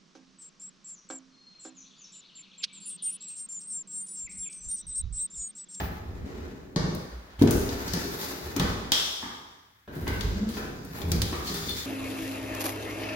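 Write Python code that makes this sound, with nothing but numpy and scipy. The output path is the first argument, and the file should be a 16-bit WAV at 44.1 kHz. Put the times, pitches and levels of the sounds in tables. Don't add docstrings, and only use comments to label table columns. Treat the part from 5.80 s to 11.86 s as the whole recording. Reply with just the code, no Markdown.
import sys
import numpy as np
from scipy import signal
from scipy.fft import rfft, irfft
from scipy.io import wavfile
from scipy.ndimage import uniform_filter1d

SR = 44100
rng = np.random.default_rng(int(sys.argv[2]) if len(sys.argv) > 2 else 0)


def dump_mix(stems):
    frames = np.atleast_2d(stems).T
    limited = np.clip(frames, -1, 1)
    pcm = np.round(limited * 32767).astype(np.int16)
    wavfile.write(sys.argv[1], SR, pcm)


N = 267237
T = np.arange(N) / SR
FFT_SIZE = 2 ** 19
HZ = np.fft.rfftfreq(FFT_SIZE, 1 / SR) + 1

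# start_s, boom_peak_db, favoured_pitch_hz, rattle_relative_to_boom_db
KNOCKS = [(.008, -21.5, 840, -20.5), (.012, -26.5, 66, -10.5), (.045, -49, 810, -17), (.09, -45, 810, -6),
          (.961, -18.5, 165, -3.5), (1.04, -20, 165, -18), (1.591, -26.5, 80, -4), (1.615, -5, 278, -22),
          (1.675, -24.5, 273, -2), (2.053, -27.5, 63, -19), (2.137, -21.5, 186, -7),
          (2.762, -22.5, 284, -0.5), (2.799, -17.5, 176.5, -3), (3.427, -33, 253, 7.5),
          (4.077, -38, 500, 3), (4.157, -28, 137, -22), (4.224, -27, 64, -31), (4.269, -23, 67.4, 0),
          (4.439, -20, 48, -19), (4.77, -36.5, 450, 13), (5.216, -36.5, 397, 5), (5.24, -25, 75, -34),
          (5.329, -22.5, 163, -7.5), (5.421, -22, 64, -14), (5.528, -30.5, 350, 8), (5.7, -29, 167, -7),
          (5.744, -30.5, 404, 3), (5.885, -32, 70, -15)]
# start_s, track_peak_db, favoured_pitch_hz, treble_share_db, room_send_db
TICKS = [(0.9607, -20.5, 4320, -33, 12), (1.1485, -38.5, 3980, 8.5, 8.5), (1.5058, -53, 3440, -48, 19.5),
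         (1.593, -43, 2500, -3, 23), (1.6218, -22, 3560, -6.5, 5), (1.6741, -23, 2500, -22, 11),
         (1.7088, -23, 6900, 5.5, 14), (1.8912, -27.5, 4180, -28, 11.5), (2.0793, -27.5, 5200, -10, 16),
         (2.135, -23, 5060, -3, 15), (2.4137, -34.5, 4600, -1, 22.5), (2.7641, -23, 6740, 0, 8),
         (2.7968, -18.5, 3550, -9, 11.5), (4.1512, -52.5, 3340, 8, 21), (4.2778, -30, 3660, -0.5, 13.5),
         (4.4087, -21, 3600, -17, 7.5), (4.6892, -39.5, 3560, 4.5, 20), (4.7386, -42.5, 5000, -35, 24.5),
         (5.0487, -47, 3900, 11, 2), (5.217, -30, 3420, -22, 10.5), (5.3174, -15.5, 4800, -3.5, 5),
         (5.418, -14, 3900, -3, 5.5), (5.6697, -33, 4450, -2.5, 23.5), (5.742, -31, 4800, 5, 16.5),
         (5.8931, -29.5, 3800, 2.5, 15.5)]
# pitch_hz, gain_db, t60_s (for free ringing)
PANEL_MODES = [(48, -3.5, 0.72), (64, -17, 0.7), (80.2, -5.5, 0.6), (102.3, -6, 0.5), (130, -6, 0.28),
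               (163, -2.5, 0.53), (180, 1.5, 0.21), (207.6, -6.5, 0.74), (237.7, 1.5, 0.29), (278, 4, 0.14),
               (358.6, 9, 0.15), (404, 4.5, 0.34), (450, -1, 0.28), (490.3, -18.5, 0.83), (576, 4, 0.11),
               (683, 8.5, .08), (776, 8, 0.062), (857, 6, 0.064), (1100, -38, 0.088)]
# centre_hz, width_hz (of one filter pass), gain_db
TRACK_BANDS = [(2270, 2500, 9), (3496, 590, 3.5), (3900, 330, 2), (4020, 1300, 3), (4290, 340, 3.5),
               (4730, 340, 13.5), (5330, 920, 15), (5940, 370, 12.5), (6500, 940, 12), (7450, 550, -28)]
# centre_hz, width_hz, gain_db
SCRAPE_BANDS = [(737, 1180, 7.5), (1380, 250, -4), (1687, 255, -9.5)]
# centre_hz, width_hz, gain_db
TREBLE_BANDS = [(9320, 1300, -1.3), (10800, 2000, -9), (15440, 2500, -0.5)]
# centre_hz, t60_s, level_db
ROOM = [(60, 1.17, -6.5), (240, 0.67, -5), (700, 1.12, 4), (1910, 1.135, 4.5), (4320, 0.94, 1),
        (8160, 1.44, -1), (15000, 0.27, -3)]
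# frequency_hz, relative_density_db
HUSH_COLOUR = [(18, -55), (30, -20), (75, 1.5), (280, -19), (486, -27), (1760, -9), (2610, -16.5),
               (12000, -23), (16000, -19.5)]
# frequency_hz, left_minus_right_db
LEFT_BIAS = [(60, -1), (600, 1.5), (1200, -3), (2500, 2.5), (8000, 2), (13000, 6.5)]
# frequency_hz, gain_db
MICROPHONE = [(20, -9), (35, -24.5), (55, 2.5), (2200, -5), (2800, -6.5), (3200, -5.5), (7000, -9),
              (8500, -11.5), (12000, -6)]
# start_s, length_s, fundamental_hz (itself silent), held_s, fall_hz_per_s, level_db
SQUEAKS = [(-.02, 0.13, 3080, 0.076, 7800, -40), (.11, 0.041, 3200, .005, 18000, -50)]
# multiple, relative_level_db
OVERTONES = [(3, -11.5), (4, -13), (5, -3)]
# start_s, peak_db, room_send_db
CATCH_SNAP = (3.1192, -2.24, 11.5)
# frequency_hz, gain_db
CATCH_COLOUR = [(300, -17.5), (900, -19), (2300, -20), (2900, -12.5), (3280, -2.5), (3600, -5), (4100, -10),
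                (4900, -9), (5600, -5.5), (6300, -13), (7700, -13), (10000, -19.5), (12000, -21.5),
                (13800, -22)]
# start_s, end_s
PULLS = [(0, .95), (.97, 3.11), (4.08, 6.06)]
# time_s, sway_db, groan_db, groan_pitch_hz
LOAD = [
    [(0.0, -43, -53, 190), (0.118, -53, -49.5, 180), (0.296, -38.5, -43.5, 177), (0.382, -43, -42.5, 224),
     (0.42, -31, -39.5, 177.5), (0.464, -47, -39, 218), (0.624, -42, -42, 273), (0.75, -57, -43.5, 206),
     (0.95, -63, -48.5, 264)],
    [(0.97, -37, -30, 163), (1.21, -61, -40, 244), (1.4, -71, -76.5, 166), (1.65, -59, -61, 284),
     (1.77, -30, -57.5, 276), (1.88, -38, -42, 247), (2.72, -68, -43.5, 314), (2.85, -28, -29.5, 180),
     (3.11, -50, -47, 261)],
    [(4.08, -67, -46, 234), (4.338, -36.5, -34, 187), (4.46, -50, -35, 175), (4.872, -55, -41.5, 266),
     (5.088, -64, -43, 181), (5.39, -22, -29.5, 180), (5.518, -46.5, -41.5, 230),
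     (6.012, -48.5, -39.5, 205), (6.06, -71, -54, 270)],
]
# time_s, hiss_db, treble_share_db, scrape_share_db
RUB = [
    [(0.0, -55.5, -1, 22.5), (0.01, -59.5, 8, 19.5), (0.142, -65.5, 8, 10), (0.34, -63.5, -23, 6),
     (0.404, -63, -20, 12), (0.602, -64.5, -6, 14), (0.762, -68.5, -16, 11.5), (0.798, -67.5, -10, 12),
     (0.95, -73, -23, 1)],
    [(0.97, -75, 6, 25), (1.1, -65.5, -4, 15), (1.57, -81, -7, 25), (1.62, -62, 18, 14.5),
     (1.78, -52, 7, 2.5), (1.89, -50.5, -1, 6), (2.42, -42.5, 2.5, 0.5), (2.9, -51, -1.5, 6.5),
     (3.11, -61, -24, 10)],
    [(4.08, -74, 7, 17), (4.168, -65, 13, 18.5), (4.432, -48.5, -0.5, -0.5), (4.658, -55, -14, 4.5),
     (4.784, -50, 5, 8.5), (5.004, -62, -7, -2.5), (5.192, -54.5, 7, 9), (5.528, -43, -3.5, -18),
     (6.06, -37, -6, -13.5)],
]
# middle_s, length_s, from_hz, to_hz, peak_db
HUMS = [(1.37, 0.19, 60, 58.4, -38), (2.278, 0.13, 401, 401, -34.5), (2.675, 0.1, 76, 76, -35.5),
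        (4.568, 0.047, 200.4, 215, -27), (4.631, 0.076, 200, 215, -21.5), (4.686, 0.079, 217.1, 219, -23.5)]
# start_s, length_s, favoured_pitch_hz, drive_db
RASPS = [(2.235, .045, 4800, -40), (5.67, 0.044, 4300, -40), (5.736, 0.036, 3560, -41),
         (5.83, 0.03, 3560, -44), (5.885, 0.07, 3560, -31), (5.982, .075, 3800, -43)]
# pitch_hz, gain_db, t60_s
RASP_MODES = [(3560, -1, 0.099), (4300, 2, .07), (4800, -12, .05), (5330, -13, .06)]

CONTACT_MS, CONTACT_SLOPE = 1.13, 0.49
TICK_LOW_DB, TICK_LEFT_DB, TICK_PAN_SPREAD_DB = -19, 3, 3.5
SHUDDER_DB, SHUDDER_S = -13, 0.14
SKID_DB, SKID_S = -18, .014
SWAY_HZ, HISS_HZ, HISS_WANDER = 75, 3940, 0.062
PATCHY_DB, PATCHES_PER_S = 3, 25
RING_OUT_DB_S = 58
HUSH_DB = -63
PORTS_APART_HZ = 650
TOP_HZ = 15900


def knocks():
    boom, rattle = np.zeros(N), np.zeros(N)
    t = np.arange(SR // 2) / SR
    luck = rng.standard_normal((len(KNOCKS), len(PANEL_MODES)))
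    noises = rng.standard_normal((len(KNOCKS), len(t)))
    rattle_bands = SCRAPE_BANDS + [(440, 400, 4.2)]
    for (start, db, hz, rattle_db), mode_signs, noise in zip(KNOCKS, np.sign(luck), noises):
        contact_ms = CONTACT_MS * (hz / 100) ** -CONTACT_SLOPE
        push = np.exp(-.5 * ((t * 1000 - 2 * contact_ms) / (contact_ms / 2)) ** 2)
        blow = 0
        for (mode_hz, gain_db, t60), sign in zip(PANEL_MODES, mode_signs):
            gain = sign * undb(gain_db) * favour(mode_hz, hz, 39.0, 0.5)
            blow = blow + gain * ring(push, mode_hz, t60)
        chatter = (t == 0) + 0.26 * noise * np.exp(-t / 0.0035)
        tap = bands(bands(chatter, rattle_bands), [(784, 3300, 0)])
        i = int(start * SR)
        boom[i:i + len(t)] += (undb(db) * blow / np.abs(blow).max())[:N - i]
        rattle[i:i + len(t)] += (undb(db + rattle_db) * tap / np.abs(tap).max())[:N - i]
    return boom, rattle


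def ticks():
    direct, room_send = np.zeros((2, N)), np.zeros(N)
    t = np.arange(1500) / SR
    noises = rng.standard_normal((len(TICKS), 2, len(t)))
    pans = TICK_LEFT_DB + TICK_PAN_SPREAD_DB * rng.standard_normal(len(TICKS))
    impulse = 1. * (t == 0)
    low = bands(bands(impulse, SCRAPE_BANDS), [(1300, 2000, 0)])
    treble = bands(bands(impulse, TREBLE_BANDS), [(12000, 9000, 0)])
    for (start, db, hz, treble_db, room_db), noise, pan_db in zip(TICKS, noises, pans):
        steel_bands = [(f, width, gain_db - 30.0 * min(abs(np.log2(f / hz)), .6))
                       for f, width, gain_db in TRACK_BANDS]
        steel = bands(bands(impulse, steel_bands), [(4500, 6000, 0)])
        crack = steel / np.abs(steel).max()
        crack = crack - undb(TICK_LOW_DB) * low / np.abs(low).max()
        crack = undb(db) * (crack - undb(treble_db) * treble / np.abs(treble).max())
        decay = np.exp(-t / 0.0047) + 0.041 * np.exp(-t / 0.013)
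        scatter = impulse + 0.44 * noise * decay
        near = signal.fftconvolve(crack[None], scatter, axes=1)[:, :len(t)]
        pan = undb(pan_db / 2 * np.array([[1], [-1]]))
        i = int(start * SR)
        direct[:, i:i + len(t)] += (pan * near)[:, :N - i]
        room_send[i:i + len(t)] += (undb(room_db) * crack)[:N - i]
    return direct, room_send


def catch():
    start, db, room_db = CATCH_SNAP
    cepstrum = irfft(np.log(undb(along(CATCH_COLOUR, np.fft.rfftfreq(1024, 1 / SR) + 1))))
    fold = np.r_[1, 2 * np.ones(511), 1, np.zeros(511)]
    pulse = irfft(np.exp(rfft(cepstrum * fold)))
    snap = np.zeros(N)
    snap[int(start * SR):][:len(pulse)] = undb(db) * pulse / np.abs(pulse).max()
    t = np.arange(300) / SR
    scatter = (t == 0) + 0.61 * rng.standard_normal((2, len(t))) * np.exp(-t / 0.0034)
    direct = signal.fftconvolve(snap[None], scatter, axes=1)[:, :N]
    return direct, undb(room_db) * snap


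def slide():
    sway_db, groan_db, groan_hz = pulled(LOAD)
    hiss_db, treble_db, scrape_db = pulled(RUB)
    shake, rub = grit(900, 0.34), grit(6000, 0.37)
    wander = uniform_filter1d(rng.standard_normal(N), size=SR // 12)
    wander = unit(uniform_filter1d(wander, size=SR // 12))
    patches = unit(uniform_filter1d(rng.standard_normal(N), size=int(SR / PATCHES_PER_S)))
    rub = rub * undb(PATCHY_DB * patches)

    modes = [(f, ring(shake, f, 0.3 * t60) * undb(db) / np.sqrt(t60)) for f, db, t60 in PANEL_MODES]
    sway = unit(sum(favour(f, SWAY_HZ, 5.4, 0.9) * mode for f, mode in modes[:4]))
    groan = unit(sum(favour(f, groan_hz, 12.8, 1.0) * mode for f, mode in modes[4:14]))

    hiss_hz = HISS_HZ * 2 ** (HISS_WANDER * wander)
    hiss = 0
    for peak in TRACK_BANDS:
        band = bands(bands(rub, [peak]), [(peak[0], 2 * peak[1], 0)])
        hiss = hiss + favour(peak[0], hiss_hz, 18.6, 0.54) * band
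    hiss = unit(hiss)
    treble = unit(bands(bands(rub, TREBLE_BANDS), [(12050, 1730, 0)]))
    scrape = unit(bands(rub, SCRAPE_BANDS))

    blows, contacts = np.array(KNOCKS), np.array(TICKS)
    is_low = blows[:, 2] < PANEL_MODES[4][0]
    sway_shudder, groan_shudder = [after(b[:, 0], b[:, 1] + SHUDDER_DB, SHUDDER_S)
                                   for b in (blows[is_low], blows[~is_low])]
    hiss_skid, treble_skid = [after(contacts[:, 0], contacts[:, 1] + share + SKID_DB, SKID_S)
                              for share in (0, contacts[:, 3])]

    rest = np.clip(T - PULLS[1][1], 0, 1) * (T < PULLS[2][0])
    fade, moving = undb(-2 * RING_OUT_DB_S * rest), rest == 0
    wood = np.sqrt(fade * undb(2 * sway_db) + sway_shudder) * sway
    wood = wood + np.sqrt(fade * undb(2 * groan_db) + groan_shudder) * groan
    steel = moving * undb(hiss_db + scrape_db) * scrape
    steel = steel + np.sqrt(moving * undb(2 * hiss_db) + hiss_skid) * hiss
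    steel = steel + np.sqrt(moving * undb(2 * (hiss_db + treble_db)) + treble_skid) * treble
    return pair(*(wood + steel))


def rasp():
    slips = unit(grit(1600, 2.0))
    out = 0
    for hz, gain_db, t60 in RASP_MODES:
        drive = 0
        for start, length, centre, db in RASPS:
            thinning = (T >= start) * np.clip(1 - ((T - start) / length) ** 2, 0, 1)
            drive = drive + undb(db) * favour(hz, centre, 30, .4) * thinning
        even_power = np.sqrt(4 * np.log(1000) / t60 / SR)
        out = out + undb(gain_db) * ring(drive * slips, hz, t60) * even_power
    return pair(*out)


def hum():
    out = 0
    for middle, length, from_hz, to_hz, db in HUMS:
        u = np.clip((T - middle) / length + .5, 0, 1)
        phase = 2 * np.pi * np.cumsum(from_hz + (to_hz - from_hz) * u) / SR
        out = out + undb(db) * np.sin(np.pi * u) ** 2 * np.sin(phase)
    return out


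def squeak():
    out = 0
    for start, length, hz, held, fall, db in SQUEAKS:
        swell = undb(db) * np.sin(np.pi * np.clip((T - start) / length, 0, 1))
        pitch = hz - fall * np.clip(T - start - held, 0, length)
        phase = 2 * np.pi * np.cumsum(pitch) / SR
        out = out + swell * sum(undb(k_db) * np.sin(round(k) * phase) for k, k_db in OVERTONES)
    return out


def room(x):
    t = np.arange(int(1.6 * SR)) / SR
    noise, tail = rng.standard_normal((2, len(t))), 0
    for k, hz in enumerate(40 * 2 ** np.arange(0, 9.)):
        edges = [hz / 2 ** .5, hz * 2 ** .5 if hz < 8e3 else 18e3]
        band = signal.sosfilt(signal.butter(2, edges, "band", fs=SR, output="sos"), noise)
        t60 = along(ROOM, hz)
        decay = np.exp(-np.log(1000) * t / t60) * np.sqrt(2 * np.log(1000) / t60 / SR)
        tail = tail + (-1) ** k * undb(along(ROOM, hz, column=2)) * band * decay
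    tail = tail * np.clip(t / 0.0011, 0, 1)
    return pair(*signal.fftconvolve(x[None], tail, axes=1)[:, :N])


def stillness():
    hush = unit(shape(rng.standard_normal((2, N)), undb(along(HUSH_COLOUR, HZ))))
    return undb(HUSH_DB) * pair(*hush)


def grit(per_s, spread_db):
    slips = (rng.random((2, N)) < per_s / SR) * rng.standard_normal((2, N))
    return slips * undb(spread_db * rng.exponential(size=(2, N)))


def ring(x, hz, t60):
    pole = np.exp(2j * np.pi * hz / SR - np.log(1000) / (t60 * SR))
    return signal.lfilter([1], [1, -pole], x).imag


def bands(x, peaks):
    out = 0
    for hz, width, db in peaks:
        b, a = signal.iirpeak(min(hz, SR * .45), hz / width, SR)
        out = out + undb(db) * signal.lfilter(b, a, x)
    return out


def favour(hz, centre, db_per_octave, reach):
    return undb(-db_per_octave * np.minimum(np.abs(np.log2(hz / centre)), reach))


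def after(times, db, decay_s):
    power = np.zeros(N)
    np.add.at(power, (np.asarray(times) * SR).astype(int), undb(2 * np.asarray(db)))
    return signal.lfilter([1], [1, -np.exp(-2 / (decay_s * SR))], power)


def pulled(tables):
    pull = np.searchsorted([start for start, end in PULLS], T, "right") - 1
    curves = []
    for rows in tables:
        times, *columns = np.transpose(rows)
        curves.append([np.interp(T, times, column) for column in columns])
    return np.choose(pull, curves)


def pair(mid, side):
    side = shape(side, 1 / np.sqrt(1 + (PORTS_APART_HZ / HZ) ** 4) + undb(-15))
    return np.array([mid + side, mid - side])


def shape(x, gain):
    return irfft(rfft(x, FFT_SIZE) * gain)[..., :N]


def along(table, hz, column=1):
    return np.interp(np.log(hz), np.log([row[0] for row in table]), [row[column] for row in table])


def undb(db):
    return 10 ** (np.asarray(db) / 20)


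def unit(x):
    return x / np.sqrt(np.mean(x ** 2))


def scene():
    boom, rattle = knocks()
    crack, crack_send = ticks()
    snap, snap_send = catch()
    motion = slide() + rasp() + hum()
    send = undb(-5.0) * boom + undb(5.0) * rattle + crack_send + snap_send
    echoes = room(send + undb(-6.5) * motion.mean(0))
    return boom + rattle + crack + snap + motion + squeak() + echoes + stillness()


def record(dry):
    side = np.array([[.5], [-.5]])
    tilt = undb(along(MICROPHONE, HZ) + side * along(LEFT_BIAS, HZ))
    rounded = np.tanh(.7 * shape(dry, tilt)) / .7
    return signal.sosfilt(signal.ellip(10, .2, 60, TOP_HZ, fs=SR, output="sos"), rounded)


dry = scene()
out = record(dry)
dump_mix(out)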